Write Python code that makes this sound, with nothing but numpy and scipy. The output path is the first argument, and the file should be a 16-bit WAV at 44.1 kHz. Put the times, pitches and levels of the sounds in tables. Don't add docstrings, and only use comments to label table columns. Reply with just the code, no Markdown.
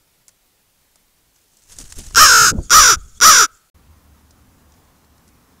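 import sys
import numpy as np
from scipy import signal
from scipy.io import wavfile
from scipy.ndimage import uniform_filter1d

SR = 44100
rng = np.random.default_rng(int(sys.argv[2]) if len(sys.argv) > 2 else 0)


def nominal_scale(level):
    x = np.asarray(level, float) / 20
    return 10 ** x


def pcm_store(signal):
    levels = np.round(np.clip(np.atleast_2d(signal), -1, 1) * 32767)
    wavfile.write(sys.argv[1], SR, levels.astype(np.int16).T)


N = 246959
DROPOUT_START_S, DROPOUT_END_S = 3.7, 3.743


def read_spectrum(points, hz):
    table_hz, level_db = np.transpose(points)
    return np.interp(np.log(hz + 1), np.log(table_hz + 1), level_db)


def evened(x):
    return x / np.sqrt(np.mean(x ** 2) + 1e-20)


def add(mix, start_s, sound):
    part = mix[round(start_s * SR):][:len(sound)]
    part += sound[:len(part)]


def noise(colour, patchy_db, flicker_db, size):
    hz = np.fft.rfftfreq(size, 1 / SR)
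    frames = 4 * N // size + 5
    real, imag, patches = rng.standard_normal((frames, len(hz), 3)).T
    patches = uniform_filter1d(patches, size=10, axis=0)
    patches = evened(uniform_filter1d(patches, size=8, axis=1))
    flicker = evened(uniform_filter1d(rng.standard_normal(frames), size=3))
    level_db = read_spectrum(colour, hz)[:, None] + patchy_db * patches + flicker_db * flicker
    spectrum = (real + 1j * imag) * nominal_scale(level_db)
    return evened(signal.istft(spectrum, nperseg=size, noverlap=3 * size // 4)[1][:N])


def swells(rows, rise_db, fall_db):
    t = np.arange(N) / SR
    gain = np.zeros(N)
    for peak_s, db, rise_s, fall_s in rows:
        rising = rise_db * (peak_s - t) / rise_s
        falling = fall_db * (t - peak_s) / fall_s
        gain += nominal_scale(db + np.where(t < peak_s, rising, falling))
    return uniform_filter1d(gain, size=200)


def ring(x, hz, width_hz):
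    carrier = np.exp(2j * np.pi * np.cumsum(hz) / SR)
    decay = np.exp(-np.pi * width_hz / SR)
    return (carrier * signal.lfilter([1], [1, -decay], x / carrier)).imag


def place(at, sizes, count):
    taps = np.arange(-8, 9) + np.round(at)[:, None]
    shape = np.sinc(taps - at[:, None]) * np.hanning(taps.shape[1] + 2)[1:-1]
    index = np.clip(taps, 0, count - 1).astype(int)
    return np.bincount(index.ravel(), (shape * sizes[:, None]).ravel(), count)


# (frequency [Hz], density [dB per Hz])
HISS_COLOUR = [(8.8, -28), (15, -1.5), (52, -9.5), (300, -17), (509, -19), (1080, -21.5), (1780, -22.5),
               (3900, -22.5), (15800, -24)]


def preamp_hiss():
    return nominal_scale(-59.5) * noise(HISS_COLOUR, 0.93, .4, size=2048)


# (frequency [Hz], density [dB per Hz])
YARD_COLOUR = [(8.8, -41), (15, -15.5), (43, -8), (77, -3.5), (112, -7.5), (260, -7.5), (329, -13.5),
               (624, -18), (1050, -15.5), (2600, -26.5), (4650, -28), (6220, -26.5), (8330, -29),
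               (14500, -29), (15800, -29)]


def yard_air():
    return nominal_scale(-54.5) * noise(YARD_COLOUR, 1.1, .5, size=2048)


def motor():
    t = np.arange(N) / SR
    note = evened(ring(rng.standard_normal(N), np.full(N, 75.1), 9.3))
    fade_db_per_s = -6
    return nominal_scale(-52 + fade_db_per_s * (t - DROPOUT_END_S)) * note


# (time [s], peak [dB], centre [Hz], body at 1-2.5 kHz [dB], thud below 1 kHz [dB])
TICK_EVENTS = [(0.281, -33.5, 7240, -14, -27), (0.2902, -41.5, 6070, -8, -17),
               (0.9567, -40.5, 6740, -16, -10), (1.3607, -48.5, 5940, -25, -10),
               (1.569, -43.5, 6600, -25, -15), (1.5868, -53, 6750, -21, -14),
               (1.786, -21.5, 6660, -22, -19), (1.81, -32, 6430, -27, -31), (1.9232, -27, 6260, -8.5, -35),
               (1.986, -27.5, 8240, -25, -18), (2, -32, 4470, -14, -11), (2.069, -34, 6600, -15, -8),
               (2.108, -37.5, 6060, -4, -1), (4.3072, -41.5, 5710, -28, -20), (4.7211, -47, 5600, -20, -21),
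               (4.7391, -50, 5320, -12.5, -18.5), (4.8497, -56, 5990, -7, -22),
               (5.045, -54, 5190, -10.5, -18.5), (5.1801, -50, 6210, -10, -20),
               (5.278, -47, 6750, -17, -19.5), (5.2876, -50, 7190, -13, -20)]


def ticks():
    out = np.zeros(N)
    t = np.arange(2500) / SR
    attack_s, t60_s = 0.00039, 0.029
    for start_s, peak_db, hz, body_db, thud_db in TICK_EVENTS:
        burst = np.zeros(len(t))
        for low_hz, high_hz, db in [(0.74 * hz, 1.38 * hz, 0), (1000, 2400, body_db), (250, 900, thud_db)]:
            band = signal.butter(2, [low_hz, high_hz], "band", fs=SR)
            burst += nominal_scale(db) * evened(signal.lfilter(*band, rng.standard_normal(len(t))))
        envelope = nominal_scale(peak_db - 3.5 - 60 * t / t60_s) * np.minimum(t / attack_s, 1)
        add(out, start_s, envelope * burst)
    return out


# (time [s], level [dB], length [s])
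AIR_PUSHES = [
    (2.5795, -10.5, .0155),
    (1.962, -26, .04),
    (2.957, -22, .025),
]


def air_pushes():
    out = np.zeros(N)
    lowpass = signal.butter(6, 1000, fs=SR, output="sos")
    rattle_band = signal.butter(2, [350, 950], "band", fs=SR)
    for start_s, db, length_s in AIR_PUSHES:
        u = np.arange(0, length_s, 1 / SR) / length_s
        push = np.tanh(1.8 * np.sin(2 * np.pi * u ** 1.3)) * np.sin(np.pi * u) ** .9
        rattle = evened(signal.lfilter(*rattle_band, rng.standard_normal(len(u)))) * np.sin(np.pi * u)
        thump = nominal_scale(db) * push + nominal_scale(2 * db - 11) * rattle
        add(out, start_s, signal.sosfilt(lowpass, np.r_[thump, np.zeros(300)]))
    return out


# (time [s], rustle [dB], heave [dB], buffet [dB],
# length [s])
STROKES_AND_GUSTS = [(1.362, -60, -85, -85, .03), (1.426, -66, -85, -85, .04), (1.58, -61, -79.5, -83, 0.27),
                     (1.72, -41.5, -46, -60, .05), (1.805, -36.5, -40, -36.5, 0.043),
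                     (1.902, -46, -43, -58, 0.24), (1.99, -36.5, -32.5, -39, 0.061),
                     (2.075, -43, -37, -53, 0.021), (2.15, -43, -29.5, -41, 0.069),
                     (2.23, -79.5, -37, -55, 0.047), (2.42, -80, -40.5, -31, 0.13),
                     (2.528, -81.5, -27, -17.5, 0.079), (2.6, -79, -22, -22.5, 0.015),
                     (2.8, -80.5, -23.5, -60.5, 0.12), (2.93, -80.5, -33.5, -35, 0.067),
                     (3.06, -80, -40.5, -58, 0.095), (3.18, -80.5, -49, -53.5, 0.045),
                     (3.316, -81, -40, -70, 0.059), (3.426, -78.5, -38.5, -70.5, 0.04),
                     (3.53, -80.5, -56, -81, 0.068)]
# (rustle [dB], heave [dB], buffet [dB])
STROKE_LOSS_DB = (-11.5, -13, -16.5)
# (frequency [Hz], density [dB per Hz])
RUSTLE_COLOUR = [(240, -25), (400, -4), (1090, -9), (1520, -4), (2270, -8.5), (2820, -4.5), (4550, -4.5),
                 (6470, 4), (9220, -1.5), (14900, -16.5), (15800, -24)]
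HEAVE_COLOUR = [(8, -2.5), (30, 4.5), (70, -7.5), (120, -14.5), (300, -46), (1000, -77)]
PORT_BUFFET_COLOUR = [(40, -23), (90, 0), (160, 0), (260, -6.5), (500, -17), (900, -32.5), (1500, -58.5),
                      (4000, -82)]


def wings():
    gains = []
    for layer, fall_db in enumerate(STROKE_LOSS_DB):
        rows = [(s, levels[layer], 0.6 * length, length) for s, *levels, length in STROKES_AND_GUSTS]
        gains.append(swells(rows, fall_db, fall_db))
    rustle, heave, buffet = gains
    out = nominal_scale(-2.27) * rustle * noise(RUSTLE_COLOUR, 1.6, 3.2, size=256)
    out += nominal_scale(-.5) * heave * noise(HEAVE_COLOUR, 1.5, 1.2, size=2048)
    out += nominal_scale(-2.0) * buffet * noise(PORT_BUFFET_COLOUR, 2.0, 1.0, size=1024)
    return out + air_pushes()


# (start [s], strongest [s], end [s], level [dB])
BREATHS = [
    (2.525, 2.64, 2.75, -46.5),
    (2.964, 3, 3.16, -52.5),
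    (3.033, 3.181, 3.195, -50.5),
    (3.48, 3.54, 3.669, -56.5),
]
# (frequency [Hz], density [dB per Hz])
BREATH_COLOUR = [(530, -49.5), (900, -19), (1060, -47), (1270, -3.5), (1680, -21.5), (2850, -23.5),
                 (3360, -8.5), (4010, -24), (4360, -10.5), (5140, -11.5), (6820, 0.5), (8430, -10),
                 (9820, -11.5), (11700, -25), (15000, -47)]


def breaths():
    rows = [(top, db, top - start, end - top) for start, top, end, db in BREATHS]
    edge_db = -17
    return nominal_scale(2.0) * swells(rows, edge_db, edge_db) * noise(BREATH_COLOUR, 2.7, 1.2, size=512)


# (time after start [s], share of top rate [0-1])
RATE_ARCH = [(0, .55), (.007, .72), (.033, .91), (.048, .975), (.061, 1), (.076, .965), (.11, .855),
             (.155, .765), (.215, .72)]
# (time from end [s], share kept [0-1])
RATE_LET_GO = [(-.08, 1), (-.058, .93), (-.038, .845), (-.021, .7), (0, .5)]
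# (pulse rate [Hz], depth [0-1])
FLUTTER_BY_RATE = [(310, .01), (400, .07), (500, .065), (640, .045)]
# (frequency [Hz], width [Hz], level [dB])
THROAT_MODES = [
    (443, 110, -26),
    (1270, 165.5, -0.5),
    (1479.6, 280, -3.5),
]
SQUEEZE_SHARES = (1, 0.88, -0.24)
MODE_SIGNS = [1, 1, -1, 1, -1, 1, 1, -1, -1, -1, 1, -1, 1]
TURN_HZ = 6200


def caw(call, pose, catches, beak_modes, notches):
    start_s, length_s, top_hz, settled_hz = call
    push_db, throat, gape, glide, tilt_db = pose
    t = np.arange(catches[0][0] - .002, start_s + length_s + .03, 1 / SR)
    sample = np.arange(len(t))
    age = np.clip(t - start_s, 0, length_s)
    left = np.clip(t - start_s - length_s, -length_s, 0)

    share = np.interp(age, *np.transpose(RATE_ARCH)) - .4 * np.maximum(age - RATE_ARCH[-1][0], 0)
    hz = top_hz * share * np.interp(left, *np.transpose(RATE_LET_GO))
    surge = np.maximum(1 - abs(age - .063) / 0.053, 0)
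    effort_db = push_db + 1.5 - 14 * age + 3.5 * surge
    effort_db += -5.5 * np.maximum(1 - age / .016, 0)
    effort_db += -23.5 * np.exp(left / 0.011)

    flutter_hz = np.interp(age, (.064, .106), [74, settled_hz]) * (age > 0)
    skew, peaked = .3, .2
    phase = 2 * np.pi * (np.cumsum(flutter_hz) / SR - .4) - skew
    flutter = np.cos(phase) - skew * np.sin(2 * phase) + peaked * np.cos(2 * phase)
    flutter *= np.interp(hz, *np.transpose(FLUTTER_BY_RATE))

    cycles = np.cumsum(hz * (1 + flutter) * (age > 0) * (left < 0)) / SR
    k = np.arange(int(cycles[-1]) + 1)
    jitter, shimmer = rng.standard_normal((2, len(k)))
    at = np.interp(k + .005 * jitter + .03, cycles, sample)
    size = nominal_scale(np.interp(at, sample, effort_db) + .9 * shimmer)
    size *= 1 + np.interp(at, sample, flutter)
    lone_s, lone_db = np.transpose(catches)
    pulses = place(np.r_[at, (lone_s - t[0]) * SR], np.r_[size, nominal_scale(lone_db)], len(t))
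    puff = signal.lfilter([1], [1, -np.exp(-1 / (0.0005 * SR))], abs(pulses))
    pulses = pulses + .042 * puff * rng.standard_normal(len(t))

    turn = age / length_s - .5
    tract = []
    for squeeze, (f, width_hz, db) in zip(SQUEEZE_SHARES, THROAT_MODES):
        tract.append((f * (throat - squeeze * 0.097 * surge), width_hz, db))
    for f, width_hz, db in beak_modes:
        tilt = tilt_db * turn * np.sign(f - TURN_HZ) / 2
        tract.append((f * (gape + glide * turn * (f < TURN_HZ)), width_hz, db + tilt))
    voice = np.zeros(len(t))
    for sign, (f, width_hz, db) in zip(MODE_SIGNS, tract):
        voice += sign * nominal_scale(db) * ring(pulses, f, width_hz)
    for f, width_hz in notches:
        voice = signal.lfilter(*signal.iirnotch(f, f / width_hz, SR), voice)
    return t[0], nominal_scale(-0.5) * voice


def trees_echo(voice):
    t = np.arange(SR // 2) / SR
    trees = rng.standard_normal(len(t)) * nominal_scale(-60 * t / .6) * (t > .01)
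    trees = signal.lfilter(*signal.butter(2, 1900, fs=SR), trees)
    return nominal_scale(-47.5) * signal.fftconvolve(voice, trees / np.linalg.norm(trees))[:N]


# (start [s], length [s], top pulse rate [Hz], settled flutter [Hz])
CAW_EVENTS = [
    (2.1636, .3555, 632, 56),
    (2.7113, .2467, 645, 50),
    (3.2169, .2476, 657, 49),
]
# (effort [dB], throat factor [1], beak factor [1], turn glide [1], turn tilt [dB])
HEAD_POSES = [
    (0, 1.069, 0.97, -.07, 10.5),
    (0, 1.04, 1.0, .01, 0),
    (0.3, 1.05, 1.0, .01, 2),
]
# (time [s], level [dB])
VOICE_CATCHES = [
    [(2.148, -10), (2.158, -4), (2.1598, -6)],
    [(2.6973, -17), (2.7039, -23), (2.7058, -6), (2.7073, -5)],
    [(3.2028, -15), (3.2117, -11), (3.2127, -6)],
]
# (frequency [Hz], width [Hz], level [dB])
SIDE_MODES = [(2300, 600, -21), (3150, 460, -10.5), (3810, 720, -8.5), (4960, 1100, -5), (5600, 520, 0),
              (6690, 700, 2.5), (7540, 450, -13.5), (9340, 290, -21.5), (9800, 610, -19.5),
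              (13000, 1300, -17.5)]
AWAY_MODES = [(2130, 600, -9), (2870, 480, -11), (3530, 600, -6.5), (4530, 730, -5), (5910, 290, -0.5),
              (6896, 490, -2.5), (8100, 2200, -24.5), (9766, 1800, -20.5), (9660, 800, -13),
              (12700, 5000, -17)]
# (frequency [Hz], width [Hz])
SIDE_NOTCHES = [(560, 94), (860, 420), (4550, 330)]
AWAY_NOTCHES = [(545, 45), (870, 550), (4280, 830), (7700, 400)]


def crow():
    voice = np.zeros(N)
    modes = [SIDE_MODES, AWAY_MODES, AWAY_MODES]
    notches = [SIDE_NOTCHES, AWAY_NOTCHES, AWAY_NOTCHES]
    for call in zip(CAW_EVENTS, HEAD_POSES, VOICE_CATCHES, modes, notches):
        add(voice, *caw(*call))
    return voice + trees_echo(voice) + breaths()


def scene():
    t = np.arange(N) / SR
    before = (preamp_hiss() + wings() + crow()) * (t < DROPOUT_START_S)
    after = (yard_air() + motor()) * np.clip((t - DROPOUT_END_S) / 0.0047, 0, 1)
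    return (before + after + ticks())[None]


def roll_off(x):
    return signal.sosfilt(signal.butter(12, 16490, fs=SR, output="sos"), x)


def record(dry):
    ceiling, knee = np.where(dry > 0, .75, .8), 5.0
    flat = dry / (1 + abs(dry / ceiling) ** knee) ** (1 / knee)
    band_limit = signal.firwin(801, 15710, window=("kaiser", 8), fs=SR)
    limited = signal.oaconvolve(flat, band_limit[None], "same")
    return roll_off(limited)


dry = scene()
out = record(dry)
pcm_store(out)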